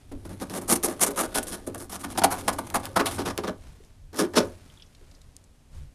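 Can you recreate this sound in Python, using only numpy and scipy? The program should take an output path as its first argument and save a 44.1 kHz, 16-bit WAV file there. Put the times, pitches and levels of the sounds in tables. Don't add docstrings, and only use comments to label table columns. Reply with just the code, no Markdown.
import sys
import numpy as np
from scipy import signal
from scipy.fft import rfft, irfft, next_fast_len
from scipy.io import wavfile
from scipy.ndimage import uniform_filter1d

SR = 44100
rng = np.random.default_rng(int(sys.argv[2]) if len(sys.argv) > 2 else 0)


def bounce(signal):
    frames = np.transpose(np.atleast_2d(signal))
    limited = np.clip(frames, -1, 1)
    pcm = np.round(limited * 32767).astype(np.int16)
    wavfile.write(sys.argv[1], SR, pcm)


N = 262152

# (time [s], rasp level [dB], panel level against rim [dB],
# tilt of the drive of the paper and rim modes [dB per octave], tilt of the panel's [dB per octave])
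SPOT = [(0, -32, 11, -9, -5), (.25, -3, 10, -2, -1.5), (.6, -5, 4.5, -1.5, -5), (.9, -6.5, 1, -3, 1),
        (1.1, -6.5, 3.5, -3.5, 5), (1.4, -4.5, -2.5, 1, 4.5), (1.68, -7, 7.5, 0, 1),
        (1.9, -5.5, -7, 0, -5.5), (2.2, -4.5, -7.5, -5, -4.5), (2.6, -7.5, -6.5, -5.5, -2),
        (3.0, -3.5, -2.5, -1.5, 2), (3.5, 3, 7, 1.5, -1), (4.2, 1.5, 6, 6, 0.5), (4.38, 6, 5, 5, 4.5)]


def amp(db):
    return 10 ** (np.asarray(db) / 20)


def rms_one(x):
    return x / np.sqrt(np.mean(x ** 2) + 1e-20)


def in_time(rows):
    s, *columns = np.transpose(rows)
    return np.array([np.interp(np.arange(N) / SR, s, column) for column in columns])


def lag(x, seconds):
    r = np.exp(-1 / (seconds * SR))
    return signal.lfilter([1 - r], [1, -r], x)


def flicker(rate):
    r = np.exp(-2 * np.pi * rate / SR)
    noise = rng.standard_normal(N + 4000)
    wander = signal.lfilter([1], [1, -2 * r, r * r], noise)
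    return rms_one(wander[4000:])


def signs():
    return rng.choice([-1, 1], N)


def bandpass(x, low_hz, high_hz):
    return signal.sosfilt(signal.butter(2, [low_hz, high_hz], "band", fs=SR, output="sos"), x)


def coloured(x, spectrum):
    hz, level_db = np.transpose(spectrum)
    grid = np.log(np.arange(N // 2 + 1) * SR / N + 1e-9)
    below = np.maximum(np.log(hz[0]) - grid, 0)
    above = np.maximum(grid - np.log(hz[-1]), 0)
    gain_db = np.interp(grid, np.log(hz), level_db) - 54 * (below + above)
    return irfft(rfft(x) * amp(gain_db), N)


def resonate(x, modes, tilt_db=0, wander_db=0):
    out = np.zeros(N)
    middle = np.mean(np.log2(np.array(modes)[:, 0]))
    for hz, width, level_db in modes:
        r = np.exp(-np.pi * width / SR)
        b = (1 - r * r) / 2 * np.array([1, 0, -1])
        a = [1, -2 * r * np.cos(2 * np.pi * hz / SR), r * r]
        octaves = np.log2(hz) - middle
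        drive_db = level_db + tilt_db * octaves + wander_db * flicker(7.3)
        out += signal.lfilter(b, a, x * signs() * amp(drive_db))
    return out


def swells(rows):
    t = np.arange(N) / SR
    return sum(amp(db) ** 2 * np.exp(-((t - s) / length) ** 2) for s, length, db in rows)


def grit(per_s, spread_db, clump_db):
    sizes = amp(spread_db * np.minimum(rng.exponential(1, N), 4)) * signs()
    grains = sizes * (rng.random(N) < per_s / SR)
    return rms_one(grains * amp(clump_db * flicker(190)))


def contact():
    # (start [s], length [s], level change over the slip [dB],
    # fine hiss level [dB], ring level [dB])
    slips = [(0.115, 0.014, -21, -49.5, -43), (0.247, 0.032, -18, -50, -45),
             (0.288, 0.052, 0.5, -60, -52.5), (0.399, 0.031, 5.5, -50, -45), (0.495, 0.044, -7, -46, -44.5),
             (0.531, 0.049, 3, -41, -40), (0.611, 0.04, -27, -40.5, -40), (0.675, 0.03, 20, -40, -47),
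             (0.708, 0.027, 1, -23.5, -31), (0.754, 0.0048, -3.5, -21, -32), (0.83, 0.03, -3, -24.5, -30.5),
             (0.874, 0.057, -9.5, -40.5, -35.5), (0.993, 0.0018, 0, -39.5, -39),
             (1.003, 0.03, 15.5, -30.5, -37.5), (1.06, .02, -9.5, -24, -29), (1.103, 0.041, -51, -31, -33),
             (1.156, 0.054, 14, -38.5, -39.5), (1.226, 0.032, -8, -38.5, -33.5),
             (1.316, 0.017, -10, -52, -41), (1.341, 0.044, -2, -30, -29), (1.427, 0.018, -31, -28, -57),
             (1.466, 0.031, -4.5, -37.5, -48), (1.51, 0.041, 2, -43, -43), (1.663, 0.023, -14.5, -40, -41),
             (1.741, 0.019, -8, -45, -36.5), (1.776, 0.023, -26, -37, -47), (1.791, 0.058, -12, -42, -43),
             (1.893, 0.018, -14.5, -40, -41), (1.911, 0.05, -3, -40, -38.5),
             (1.991, 0.028, 2.5, -49, -51.5), (2.032, 0.013, 2, -42.5, -34.5),
             (2.091, 0.03, 8.5, -52.5, -52), (2.152, 0.0094, -20.5, -56, -27.5),
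             (2.173, 0.011, -13.5, -27.5, -15.5), (2.185, 0.0031, -1, -31, -20.5),
             (2.216, 0.0029, -10.5, -35.5, -9.5), (2.235, 0.0073, -5.5, -16, -11.5),
             (2.3, .025, 11.5, -42.5, -37), (2.324, 0.022, -9, -37, -27.5), (2.351, 0.043, -16, -44, -36),
             (2.38, 0.033, -10.5, -37, -33.5), (2.456, 0.011, -26, -64, -44),
             (2.477, 0.018, -15.5, -23, -11), (2.525, .007, -3, -39, -34.5), (2.582, 0.01, -5, -36, -27),
             (2.664, 0.012, -6.5, -44.5, -41.5), (2.702, 0.016, -17.5, -50, -38),
             (2.739, 0.023, -2, -29.5, -23.5), (2.793, 0.011, -16, -44, -51.5),
             (2.827, 0.016, 6, -54, -46.5), (2.856, 0.0073, -4, -43.5, -35), (2.956, 0.014, 5.5, -36, -24),
             (2.99, 0.022, -13.5, -38.5, -18.5), (3.053, 0.061, -25, -29, -25.5),
             (3.105, 0.063, -9.5, -38.5, -38), (3.178, 0.047, -9, -43, -28), (3.25, 0.035, -1, -40, -31),
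             (3.298, 0.014, -14, -40, -29), (3.373, 0.023, -11, -47, -29.5), (3.433, 0.034, -24, -49, -26),
             (3.469, 0.026, -8, -52, -27), (4.125, 0.022, 11, -74, -54.5), (4.153, 0.042, 3, -46, -45),
             (4.183, 0.02, 2, -35.5, -30.5), (4.201, 0.083, -32.5, -38, -30), (4.331, .02, 1, -62, -40),
             (4.353, 0.028, 10.5, -42, -30), (4.369, 0.081, -38, -39.5, -23)]
    # (time [s], level [dB])
    drag = [(0, -73.5), (.3, -63), (.66, -56.5), (1.2, -55.5), (1.52, -53), (1.8, -67.5), (2.1, -55.5),
            (2.5, -52.5), (2.9, -58), (3.2, -56), (3.5, -63), (3.62, -75), (4.12, -90), (4.3, -63.5),
            (4.45, -53.5), (4.65, -85)]
    # one value each for hiss, rasp, rim ring, panel ring [dB]
    drag_parts_db = [-4, -4.5, -2.5, 9]
    # (time [s], level [dB])
    knocks = [(0.112, -34), (.86, -28.5), (1.08, -27.5), (1.672, -32.5), (1.748, -38), (2.49, -33),
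              (3.002, -30.5), (3.39, -38), (4.206, -25), (4.399, -26)]
    rise_s, rise_share = 0.00086, 0.065
    fall_t60_s, knock_t60_s = 0.041, 0.19
    rasp_from_hiss = 0.57

    power = amp(in_time(drag) + np.array(drag_parts_db)[:, None]) ** 2
    rasp_db, panel_db, *_ = in_time(SPOT)
    t = np.arange(int(.3 * SR)) / SR
    for start, length, change_db, hiss_db, ring_db in slips:
        at = round(start * SR)
        change = change_db * np.clip(t / length, 0, 1)
        fall = 60 * np.maximum(t - length, 0) / fall_t60_s
        rise = np.minimum(t / (rise_s + rise_share * length), 1)
        shape = rise * amp(change - fall)
        between_db = rasp_from_hiss * hiss_db + (1 - rasp_from_hiss) * ring_db
        levels_db = [hiss_db, between_db + rasp_db[at], ring_db, ring_db + panel_db[at]]
        power[:, at:at + len(t)] += (amp(levels_db)[:, None] * shape) ** 2
    for s, db in knocks:
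        at = round(s * SR)
        power[-1, at:at + len(t)] += amp(db - 60 * t / knock_t60_s) ** 2
    return np.sqrt(power)


def patchy(x):
    edges = [3000, 6780, 8290, 10560, 13500, 17000]
    out = np.zeros(N)
    for k, (low_hz, high_hz) in enumerate(zip(edges, edges[1:])):
        band = amp(1 * flicker(14)) * bandpass(x, low_hz, high_hz)
        out += band * (-1) ** k
    return out


def sanding(strengths):
    # (frequency [Hz], level [dB per Hz])
    hiss_colour = [(3530, -26), (6000, -2.5), (7550, -5.5), (8700, 3), (10600, 1), (13400, -11),
                   (15400, -20.5), (16100, -22.5), (16300, -15)]
    # (frequency [Hz], width [Hz], level [dB])
    paper = [(2130, 280, 3), (2730, 550, -6.5), (3413, 1300, 4), (4290, 350, 0.5), (5260, 1100, 2),
             (6900, 670, -13)]
    rim = [(670.4, 50, -2), (768, 82, 1.5), (906, 32, -1.5), (960, 110, -5), (1177, 200, -1),
           (1335, 91, -13.5), (1472, 49, -2), (1701, 130, -6.5)]
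    panel = [(190.5, 19, -1), (240, 17, -1.5), (276.3, 14, 1), (341, 29, 0), (420.2, 32, -5.5),
             (534, 52, -5.5), (620, 18, -7.5)]
    grip_s = 0.0034
    low_cut_hz = 100

    grains = grit(per_s=9000, spread_db=3.5, clump_db=2.0)
    fine, *pressed = lag(strengths, grip_s)
    out = patchy(coloured(grains * fine, hiss_colour)) / np.std(coloured(grains, hiss_colour))
    *_, upper_db, lower_db = in_time(SPOT)
    tilts_db = [upper_db, upper_db, lower_db]
    for modes, strength, tilt_db in zip([paper, rim, panel], pressed, tilts_db):
        ringing = resonate(grains * strength, modes, tilt_db, wander_db=2.5)
        out += ringing / np.std(resonate(grains, modes))
    return signal.sosfilt(signal.butter(3, low_cut_hz, "high", fs=SR, output="sos"), out)


def boom():
    # (frequency [Hz], width [Hz], level [dB])
    lowest_mode = [(93, 11, 0)]
    # (time [s], level [dB])
    boom_levels = [(0, -61), (.3, -45), (.5, -50), (1.6, -58.5), (1.7, -44.5), (1.9, -56), (2.2, -44),
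                   (2.7, -46), (3.3, -40.5), (3.8, -68), (4.0, -55.5), (4.3, -54), (4.38, -42),
                   (4.5, -47.5), (4.9, -68.5), (5.94, -65.5)]
    tone = bandpass(resonate(rng.standard_normal(N), lowest_mode), 70, 125)
    nearby_power = uniform_filter1d(tone ** 2, size=1400)
    evened = tone / (nearby_power + 0.12 * np.var(tone)) ** 0.38
    return amp(in_time(boom_levels)[0]) * rms_one(evened)


def bumps():
    # (time [s], level at the top of the swell [dB])
    bump_times = [(.15, -41), (.32, -47), (1.39, -45), (2.75, -45), (3.319, -47), (3.67, -43.5),
                  (4.04, -47.5), (4.499, -46.5), (5.25, -46), (5.72, -54), (5.79, -39.5), (5.87, -55)]
    # (frequency [Hz], level [dB per Hz])
    rumble_colour = [(8.8, -26.5), (15, 3), (96, -3), (118, -24), (140, -3), (180, -38), (310, -120)]
    bump_s, rubbing_ends_s = 0.042, 3.65
    rubbing_db, later_db = -50, -56.5
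    floor_db = np.where(np.arange(N) / SR < rubbing_ends_s, rubbing_db, later_db)
    power = lag(amp(floor_db) ** 2, 0.11)
    power += swells([(s, bump_s, db) for s, db in bump_times])
    noise = rms_one(coloured(rng.standard_normal(N), rumble_colour))
    return np.sqrt(power) * amp(1.5 * flicker(6)) * noise


def room_hiss():
    # (frequency [Hz], level [dB per Hz])
    room_colour = [(76, -14.5), (130, -6.5), (268, -1.5), (328, -11), (522, -11.5), (1290, -19.5),
                   (9870, -25), (12300, -30), (13100, -31.5), (14200, -51.5), (16000, -66.5)]
    return amp(-63.5) * rms_one(coloured(rng.standard_normal(N), room_colour))


def cloth():
    # (time of the middle [s], length [s], level [dB])
    rustles = [(0.02, 0.017, -61), (3.67, 0.072, -56.5), (3.85, 0.081, -63), (4.55, 0.13, -57),
               (4.75, 0.11, -59.5), (5.1, 0.18, -62.5), (5.42, 0.067, -74), (5.76, 0.027, -56),
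               (5.8, 0.055, -61)]
    # (frequency [Hz], level [dB per Hz])
    cloth_colour = [(150, 10.5), (400, -2.5), (1100, -6.5), (2200, -9), (5500, -13), (10000, -15),
                    (13000, -23)]
    grains = grit(per_s=9400, spread_db=0.5, clump_db=2.5)
    return np.sqrt(swells(rustles)) * rms_one(coloured(grains, cloth_colour))


def burst(s, peak_db, low_hz, high_hz, decay):
    out, at = np.zeros(N), round(s * SR)
    dying = rng.standard_normal(1500) * np.exp(-np.arange(1500) / SR / decay)
    sound = bandpass(dying, low_hz, high_hz)
    out[at:at + 1500] = amp(peak_db) * sound / np.abs(sound).max()
    return out


def ticks():
    # (time [s], peak level [dB], pitch [Hz], decay [s], band edge against pitch [ratio])
    small_ticks = [(3.848, -48, 5800, 0.0029, 1.8), (4.6997, -48.5, 3360, 0.0066, 1.1),
                   (4.773, -47, 3450, 0.0037, 1.04), (4.7975, -46, 3280, 0.0076, 1.13),
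                   (4.822, -44, 5220, 0.0054, 1.1), (4.8215, -40.5, 3240, 0.0073, 1.16),
                   (4.863, -53, 5950, 0.0049, 1.1), (4.9488, -46, 3990, 0.0059, 1.6),
                   (5.113, -49, 4170, 0.0038, 1.6), (5.1492, -47, 5100, 0.0052, 1.23),
                   (5.216, -46, 5460, 0.0027, 1.7), (5.3657, -31, 6960, 0.0012, 1.4),
                   (5.4402, -48, 6850, 0.0043, 1.4)]
    # (time [s], peak level [dB], pitch [Hz], decay [s], band edge against pitch [ratio])
    taps = [(3.802, -45.5, 382, 0.0058, 1.145), (5.011, -51, 380, 0.014, 1.14)]
    # (time [s], peak level [dB])
    clicks = [(0.2935, -35), (0.4, -30.5), (0.498, -26.5), (0.7587, -28), (0.829, -22), (1.162, -38),
              (1.43, -24.5), (1.7471, -20.5), (1.781, -37), (1.803, -32), (2.194, -16.5), (2.1827, -17),
              (2.237, -18), (2.479, -17), (2.7018, -23), (2.855, -18), (2.963, -26), (3.3776, -15),
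              (4.1313, -41), (4.145, -34.5), (4.337, -33), (4.9514, -53)]
    out = np.zeros(N)
    for s, db, hz, decay, ratio in small_ticks + taps:
        ratio = max(ratio, 1.03)
        out += burst(s, db, hz / ratio, hz * ratio, decay)
    for s, db in clicks:
        out += burst(s, db, 1200, 13000, decay=0.00085)
    return out


def workshop(x):
    t60_s, wall_cut_hz = 0.27, 1800
    size = next_fast_len(N + SR)
    w = 2 * np.pi * np.arange(size // 2 + 1) / size
    dull = 1 / (1 + 1j * w * SR / (2 * np.pi * wall_cut_hz))
    loops = 0
    for delay in np.geomspace(.017, .052, 10) * SR:
        once = amp(-60 * delay / SR / t60_s) * dull * np.exp(-1j * w * delay)
        loops = loops + once / (1 - once)
    return irfft(rfft(x, size) * loops, size)[:N]


def scene():
    near = sanding(contact()) + ticks() + cloth()
    echo = amp(-15) * workshop(near)
    low = bumps() + boom()
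    return (near + echo + low + room_hiss())[None]


def record(dry):
    cutoff_hz = 16450
    return signal.sosfilt(signal.cheby2(12, 70, cutoff_hz, fs=SR, output="sos"), dry)


dry = scene()
out = record(dry)
bounce(out)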